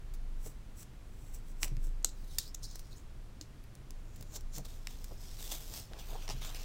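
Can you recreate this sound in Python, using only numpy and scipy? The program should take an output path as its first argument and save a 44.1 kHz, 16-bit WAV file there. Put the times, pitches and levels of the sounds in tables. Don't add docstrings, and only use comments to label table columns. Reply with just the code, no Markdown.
import sys
import numpy as np
from scipy import signal
from scipy.fft import rfft, irfft
from scipy.io import wavfile

SR = 44100
rng = np.random.default_rng(int(sys.argv[2]) if len(sys.argv) > 2 else 0)


def output_pcm(signal):
    pcm = np.clip(np.atleast_2d(signal).T, -1, 1) * 32767
    wavfile.write(sys.argv[1], SR, np.round(pcm).astype(np.int16))


N = 292824
TIME = np.arange(N) / SR
LN_60_DB = np.log(1000)


def amp(db):
    return 10 ** (np.asarray(db) / 20)


def unit(x):
    return x / np.sqrt(np.mean(x ** 2) + 1e-20)


def read(points, hz):
    f, value = np.transpose(points)
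    return np.interp(np.log(hz + 1), np.log(f + 1), value)


def add(mix, start_s, sound):
    part = mix[round(start_s * SR):][:len(sound)]
    part += sound[:len(part)]


def colour(x, spectrum, size=4096):
    hz = abs(np.fft.fftfreq(size, 1 / SR))
    log_gain = np.log(amp(read(spectrum, hz)))
    response = np.exp(np.conj(signal.hilbert(log_gain)))
    taps = np.fft.ifft(response).real[:size // 2]
    return signal.fftconvolve(x, taps)[:len(x)]


def shape_noise(gain):
    return unit(irfft(rfft(rng.standard_normal(N)) * gain, N))


def drift(rate_hz):
    return shape_noise(np.exp(-(np.fft.rfftfreq(N, 1 / SR) / rate_hz) ** 2))


def band(centre_hz, width_hz):
    f = np.fft.rfftfreq(N, 1 / SR)
    return shape_noise(1 / (1 + (2 * (f - centre_hz) / width_hz) ** 2))


def strokes(rows, stretch=1):
    power = np.zeros(N)
    for s, db, rise, hold, fall, *_ in rows:
        before = np.maximum(s - TIME, 0) / rise
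        after = np.maximum(TIME - s - hold, 0) / fall
        power += amp(db - 20 * (before + after) / stretch) ** 2
    return np.sqrt(power)


SNAGS_PER_S = 25


def friction(force, spectrum, slips_per_s, spread_db, clump_db, clump_hz, smooth_db, snag_db=22):
    size_db = spread_db * np.minimum(rng.exponential(1, N), 4)
    slips = (rng.random(N) < slips_per_s / SR) * rng.choice([-1, 1], N) * amp(size_db)
    snags = (rng.random(N) < SNAGS_PER_S / SR) * rng.uniform(-0.94, 1, N)
    rubbing = unit(slips) + amp(smooth_db) * rng.standard_normal(N)
    drive = rubbing * amp(clump_db * drift(clump_hz)) + amp(snag_db) * snags
    return force * unit(colour(drive, spectrum))


def contact(x, rows, boost_db, width, patch_db):
    hz, t, z = signal.stft(x, SR, nperseg=512, noverlap=384)
    start, _, _, hold, _, centre_hz, fizz_db = np.transpose(rows)
    middle_s = start + hold / 2
    offset = hz[:, None] / np.interp(t, middle_s, centre_hz) - 1
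    hollow = 1 / (1 + (offset / width) ** 2)
    treble = np.clip((hz[:, None] - 6000) / 6000, 0, 1)
    smear = np.outer(np.hanning(9), np.hanning(21))
    patches = unit(signal.fftconvolve(rng.standard_normal(z.shape), smear, "same"))
    gain_db = boost_db * hollow + treble * np.interp(t, middle_s, fizz_db) + patch_db * patches
    shaped = signal.istft(z * amp(gain_db), SR, nperseg=512, noverlap=384)[1][:N]
    return np.std(x) * unit(shaped)


def ring(modes, pitch=1, hard_db_at_10khz=0, count=2048):
    t = np.arange(count) / SR
    wave = np.zeros(count)
    for k, (hz, width_hz, db) in enumerate(modes):
        gain = amp(db + hard_db_at_10khz * hz / 10000) * width_hz
        decay = np.exp(-np.pi * width_hz * t)
        wave += (-1) ** k * gain * decay * np.sin(2 * np.pi * hz * pitch * t)
    return wave / abs(wave).max()


def bursts(rows, spectrum, crack_db, count=4096):
    out, t = np.zeros(N), np.arange(count) / SR
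    for (s, db, t60), noise in zip(rows, rng.standard_normal((len(rows), count))):
        crumble = noise * np.exp(-LN_60_DB * t / t60)
        wave = colour(crumble + amp(crack_db) * (t == 0), spectrum)
        add(out, s, amp(db) * wave / abs(wave).max())
    return out


# (full force at [s], level [dB], rise [s per 20 dB], hold [s], fall [s per 20 dB])
PUSHES = [(.463, -51, 0.067, .005, 0.054), (.787, -53.5, .035, .042, .018), (1.26, -66, 0.28, .03, .06),
          (1.348, -52, 0.032, .004, 0.037), (1.48, -65.5, .06, 0.036, .025), (1.627, -41, .02, .022, 0.021),
          (1.838, -57.5, .035, .004, 0.086), (4.16, -68, 0.34, .06, .08), (4.36, -43, 0.048, 0.0064, 0.017),
          (4.535, -54.5, .014, .01, .03), (4.555, -47.5, 0.033, 0.026, 0.032)]
# (frequency [Hz], relative level [dB])
FIRST_SPECTRUM = [(200, -8), (1000, -10), (3000, -13), (5000, -12), (5700, -1), (6900, -6), (7900, 3),
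                  (8800, -7), (9750, -15), (10600, -2), (12100, -13), (13400, -7), (15200, -4),
                  (16000, -11)]
SECOND_SPECTRUM = [(200, -2), (1000, -17), (2600, -17), (4300, -5.5), (5000, -11), (5400, -3), (6300, -3),
                   (7200, 1), (8300, -12), (9600, -11.5), (11400, -21), (13500, -10), (16000, -14)]
LEAN_DB, LEAN_STRETCH = -20, 4
TURNED_S = 3


def cutting():
    force = np.hypot(strokes(PUSHES), amp(LEAN_DB) * strokes(PUSHES, LEAN_STRETCH))
    first = friction(force * (TIME < TURNED_S), FIRST_SPECTRUM, slips_per_s=5000, spread_db=3,
                     clump_db=1.8, clump_hz=140, smooth_db=-1)
    second = friction(force * (TIME >= TURNED_S), SECOND_SPECTRUM, slips_per_s=5000, spread_db=2.6,
                      clump_db=1.4, clump_hz=140, smooth_db=0)
    return first + second


# (time [s], peak [dB], T60 [s])
TICKS = [(.138, -44.5, 0.084), (.830, -41, .008), (1.87, -43, .0087), (2.757, -32.5, .008),
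         (2.794, -35.5, .013), (3.640, -42, .003), (3.753, -36.5, .0047), (3.907, -36.5, 0.0073),
         (4.16, -43, 0.042), (4.21, -36.5, .02), (4.226, -35, 0.017), (4.409, -38, 0.0065),
         (4.583, -28, .007), (4.654, -39, .011), (5.043, -33.5, 0.026), (5.523, -32, .004),
         (5.552, -32, .004), (5.7706, -29, .002)]
# (frequency [Hz], relative level [dB])
TICK_SPECTRUM = [(200, -6), (2500, -7.5), (4500, -2), (7000, 0.5), (10000, -5), (12500, -4.5), (14500, -2),
                 (16000, -3.5)]


def ticks():
    return bursts(TICKS, TICK_SPECTRUM, crack_db=8.5)


# (time [s], peak [dB], mode frequency factor [-], hardness [dB at 10 kHz])
SNAPS = [(1.631, -15.5, 1.02, -3.5), (1.637, -29.5, .95, 0), (1.645, -30, 1.02, 2), (1.681, -36.5, 1.06, 4),
         (1.768, -42, .9, -1), (4.5827, -30, 1.14, 11), (4.8715, -25.5, 0.977, -4), (5.934, -38.5, .7, -7)]
# (time [s], peak [dB], mode frequency factor [-])
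CLACKS = [(2.028, -48, 1.04), (2.046, -9.5, 1.046), (2.0474, -18.5, 0.92), (2.5457, -35, 1.0),
          (2.5472, -32, 0.95), (2.5487, -32, 0.9), (3.4112, -41.5, 0.633), (3.412, -32, 0.95),
          (3.412, -37, 0.73)]
# (time [s], peak [dB])
TEETH = [(2.3845, -15.5), (2.3856, -19.5), (2.3867, -15), (2.3888, -23)]
# (frequency [Hz], width [Hz], level re width [dB])
TIP_MODES = [(1000, 430, -10.5), (1934, 260, -1.5), (2390, 305, 0.5), (2880, 370, -2), (3870, 380, -5.5),
             (4620, 460, -4), (5600, 340, 2), (7500, 570, -3), (8740, 540, -6.5), (10200, 900, -11),
             (13200, 800, -10), (14970, 520, -10)]
SLIDER_MODES = [(700, 900, -17.5), (1410, 780, -18), (3000, 300, -16.5), (3900, 120, -6.5),
                (4470, 220, -9.5), (5460, 170, -11), (6280, 290, 0), (7090, 600, 0), (7680, 520, 1.5),
                (7990, 430, -2), (11900, 700, -14), (13500, 1200, -19)]
TOOTH_MODES = [(1920, 1260, -15.5), (3700, 190, -6), (4420, 320, -4), (4910, 310, 2), (5760, 340, -4),
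               (6990, 290, 2), (8770, 260, 1), (9600, 470, -7), (11360, 550, -11), (12400, 330, -7),
               (13350, 340, -1.5), (14100, 250, -7), (15350, 440, -9)]
# (time [s], peak [dB], T60 [s])
BUZZES = [(2.048, -36, 0.15), (2.088, -42.5, .06), (2.389, -32.5, .16), (3.414, -45, 0.089)]
# (full force at [s], level [dB], rise [s per 20 dB], hold [s],
# fall [s per 20 dB], resonance of hollow under hand [Hz], fizz from 12 kHz up [dB])
GRIPS = [(2.188, -69, .15, 0.052, .1, 5200, 11), (2.325, -56.5, 0.12, .03, .1, 3080, 8),
         (2.422, -55, .08, 0.057, .04, 3700, 4), (2.547, -42.5, 0.0033, .003, .005, 6500, 8),
         (2.632, -47, 0.012, 0.018, .035, 5600, 4.5), (2.72, -54, .1, .008, .04, 4970, 0),
         (2.757, -50, .025, .004, .02, 5500, 1), (2.793, -56, 0.027, .004, 0.028, 5600, 8),
         (2.85, -66.5, .15, .03, .15, 6000, 3), (2.926, -59.5, .06, .004, 0.036, 3880, 4),
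         (2.972, -61, .05, .004, .05, 7050, 10)]
# (frequency [Hz], relative level [dB])
GRIP_SPECTRUM = [(300, -25), (2000, -23.5), (3200, -12), (3900, -2.5), (5700, -2.5), (6900, -4), (8000, -6),
                 (9000, -10), (11500, -16), (14000, -15.5), (16000, -13)]


def knife():
    rub = friction(strokes(GRIPS), GRIP_SPECTRUM, slips_per_s=3000, spread_db=3.2,
                   clump_db=1.7, clump_hz=170, smooth_db=-1)
    out = contact(rub, GRIPS, boost_db=7.5, width=.12, patch_db=3)
    out += bursts(BUZZES, GRIP_SPECTRUM, crack_db=0, count=8192)
    for s, db, pitch, hard_db in SNAPS:
        add(out, s, amp(db) * ring(TIP_MODES, pitch, hard_db))
    for s, db, pitch in CLACKS:
        add(out, s, amp(db) * ring(SLIDER_MODES, pitch))
    for s, db in TEETH:
        add(out, s, amp(db) * ring(TOOTH_MODES))
    return out


# (full force at [s], level [dB], rise [s per 20 dB], hold [s], fall [s per 20 dB],
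# resonance [Hz], fizz from 12 kHz up [dB])
DRAGS = [(4.652, -48.5, .008, .003, 0.028, 3970, -2), (4.698, -57, .08, 0.018, 0.19, 3700, -2),
         (4.905, -58, 0.11, 0.043, .08, 3700, -2), (5.0, -62.5, .1, .13, .15, 5270, 0),
         (5.227, -55.5, .1, 0.12, .08, 5200, -3.5), (5.396, -49.5, 0.056, 0.083, .08, 3360, 2),
         (5.52, -42.5, .07, .018, 0.1, 3520, 0), (5.622, -54.5, .1, 0.067, .1, 3330, 1),
         (5.741, -46, .09, 0.046, .09, 5100, -0.5)]
GATHERS = [(5.93, -62, .1, 0.034, .08, 2000, -5), (5.996, -49.5, .035, .005, 0.064, 4550, 1.5),
           (6.087, -55.5, 0.13, 0.072, .12, 4440, 5), (6.228, -54, .12, .008, .1, 2690, -1.5),
           (6.312, -45, .03, .008, 0.039, 3720, -1), (6.36, -59.5, .05, .04, .05, 3600, 1),
           (6.417, -47, .016, .035, 0.22, 3200, -1.5), (6.556, -50, .02, .008, .08, 4200, 2),
           (6.613, -53, .1, .03, .1, 6000, 0.5)]
# (time [s], peak [dB], T60 [s])
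FLAPS = [(6.279, -32.5, .022), (6.2902, -27.5, .015), (6.299, -30.5, 0.016), (6.3062, -29.5, 0.02),
         (6.419, -38.5, .025), (6.547, -35.5, .015)]
# (frequency [Hz], relative level [dB])
DRAG_SPECTRUM = [(200, -7), (700, -4), (1600, -10), (2800, -6), (3450, -2), (4200, -3.5), (5400, 0),
                 (6800, -1.5), (8100, -2), (9300, -7), (11000, -7), (14300, -3), (16000, -8)]
GATHER_SPECTRUM = [(200, -7.5), (700, -3), (1900, -6), (2600, -1), (3600, -3), (6000, -3), (8000, -7),
                   (10800, -14), (13500, -8.5), (16000, -12)]
FLAP_SPECTRUM = [(120, -43), (200, -11), (394, -1), (590, -6), (850, 1.5), (1400, -14.5), (1980, -5),
                 (2560, -10), (2910, -5), (3430, -14), (5420, -5.5), (7410, -16.5), (16000, -27)]


def leather():
    drag = friction(strokes(DRAGS), DRAG_SPECTRUM, slips_per_s=2500, spread_db=3.7,
                    clump_db=1.7, clump_hz=200, smooth_db=-1)
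    gather = friction(strokes(GATHERS), GATHER_SPECTRUM, slips_per_s=3000, spread_db=3,
                      clump_db=1.5, clump_hz=160, smooth_db=0)
    drag = contact(drag, DRAGS, boost_db=4, width=0.081, patch_db=1.4)
    gather = contact(gather, GATHERS, boost_db=3.5, width=0.13, patch_db=2.5)
    return drag + gather + bursts(FLAPS, FLAP_SPECTRUM, crack_db=5.0)


# (centre time [s], level [dB], length [s], centre frequency [Hz])
SCUFFS = [(0.466, -54.5, 0.015, 477), (1.654, -54, 0.036, 577), (1.784, -49, .09, 105),
          (4.197, -51.5, 0.093, 105), (4.219, -58.5, .03, 480), (4.355, -58.5, 0.043, 520),
          (4.59, -52, 0.029, 520), (4.6, -46.5, .04, 109), (5.122, -53, 0.032, 413),
          (5.919, -56, 0.018, 520), (5.968, -55.5, .045, 720), (6.143, -50, 0.06, 673),
          (6.37, -50.5, .1, 100)]
# (time [s], level [dB], hardness [dB per octave])
KNOCKS = [(.464, -44, -2.5), (1.631, -44.5, -2), (1.717, -44, -14), (1.838, -54, -2), (1.87, -49.5, -2),
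          (2.045, -46.5, 12), (3.412, -47.5, -3), (4.583, -45.5, -7)]
# (frequency [Hz], T60 [s], level [dB])
BENCH_MODES = [(124, 0.11, -5.5), (302.4, 0.054, 0.5), (502, .06, -7.5)]
SCUFF_WIDTH = 1.15


def bench(grain_db=2.9, slide_db=-61, slide_hz=470, slide_width_hz=650, follow=0.65):
    t = np.arange(SR // 4) / SR
    slide = strokes(DRAGS + GATHERS)
    out = amp(slide_db) * (slide / slide.max()) ** follow * band(slide_hz, slide_width_hz)
    for s, db, length, hz in SCUFFS:
        out += amp(db) * band(hz, SCUFF_WIDTH * hz) * np.exp(-2 * ((TIME - s) / length) ** 2)
    out *= unit(amp(grain_db * drift(110)))
    onset = 1 - np.exp(-t / 0.00075)
    for s, db, hard_db in KNOCKS:
        for hz, t60, mode_db in BENCH_MODES:
            octaves = np.log2(hz / BENCH_MODES[1][0])
            decay = np.exp(-LN_60_DB * t / t60)
            add(out, s, amp(db + mode_db + hard_db * octaves) * np.sin(2 * np.pi * hz * t) * decay * onset)
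    return out


# (frequency [Hz], T60 [s])
ROOM_T60 = [(200, 0.27), (2000, 0.27), (6000, 0.24), (15000, 0.063)]
# (delay [s], level [dB])
ECHOES = [(.0065, -29.5), (.0095, -24.5), (.013, -22.5), (.046, -27)]


def room(x, wet_db=-18):
    hz, t, z = signal.stft(rng.standard_normal(SR // 2), SR, nperseg=256)
    decay = np.exp(-LN_60_DB * t / read(ROOM_T60, hz)[:, None])
    tail = signal.istft(z * decay, SR)[1]
    tail *= np.minimum(np.arange(len(tail)) / SR / 0.0033, 1)
    tail *= amp(wet_db) / np.linalg.norm(tail)
    for delay_s, db in ECHOES:
        add(tail, delay_s, amp([db]))
    return x + signal.fftconvolve(x, tail)[:N]


# (frequency [Hz], relative level [dB])
FLOOR_SPECTRUM = [(12, 1.5), (25, 8), (38, 3.5), (52, 3.5), (80, -4), (115, -1.5), (170, -11.5),
                  (300, -16.5), (600, -24), (1500, -29), (4000, -35), (8000, -39.5), (12000, -44),
                  (16000, -47)]
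# (time [s], level relative to RUMBLE_LEVEL_DB [dB])
RUMBLE = [(0.0, -43), (0.37, -35.5), (0.63, -47.5), (1.14, -51), (1.85, -30), (2.12, -43), (2.83, -45),
          (2.94, -61), (3.01, -43.5), (3.72, -60), (3.94, -42), (4.36, -52), (4.44, -35), (4.57, -43.5),
          (5.69, -44), (5.79, -63), (6.12, -38), (6.64, -40)]
RUMBLE_LEVEL_DB = -0.5


def background(floor_db=-49, rumble_hz=25.3, waver_hz=1.19):
    floor = shape_noise(amp(read(FLOOR_SPECTRUM, np.fft.rfftfreq(N, 1 / SR))))
    frequency_hz = rumble_hz + waver_hz * drift(8.2)
    rumble = unit(np.sin(2 * np.pi * np.cumsum(frequency_hz) / SR))
    s, db = np.transpose(RUMBLE)
    return amp(floor_db) * floor + amp(RUMBLE_LEVEL_DB + np.interp(TIME, s, db)) * rumble


def scene():
    dry_sources = cutting() + ticks() + knife() + leather() + bench()
    return (room(dry_sources) + background())[None]


EDGE_HZ = 15950


def record(dry):
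    taps = signal.firwin(401, EDGE_HZ, window=("kaiser", 9), fs=SR)
    return signal.oaconvolve(dry, taps[None], "same")


dry = scene()
out = record(dry)
output_pcm(out)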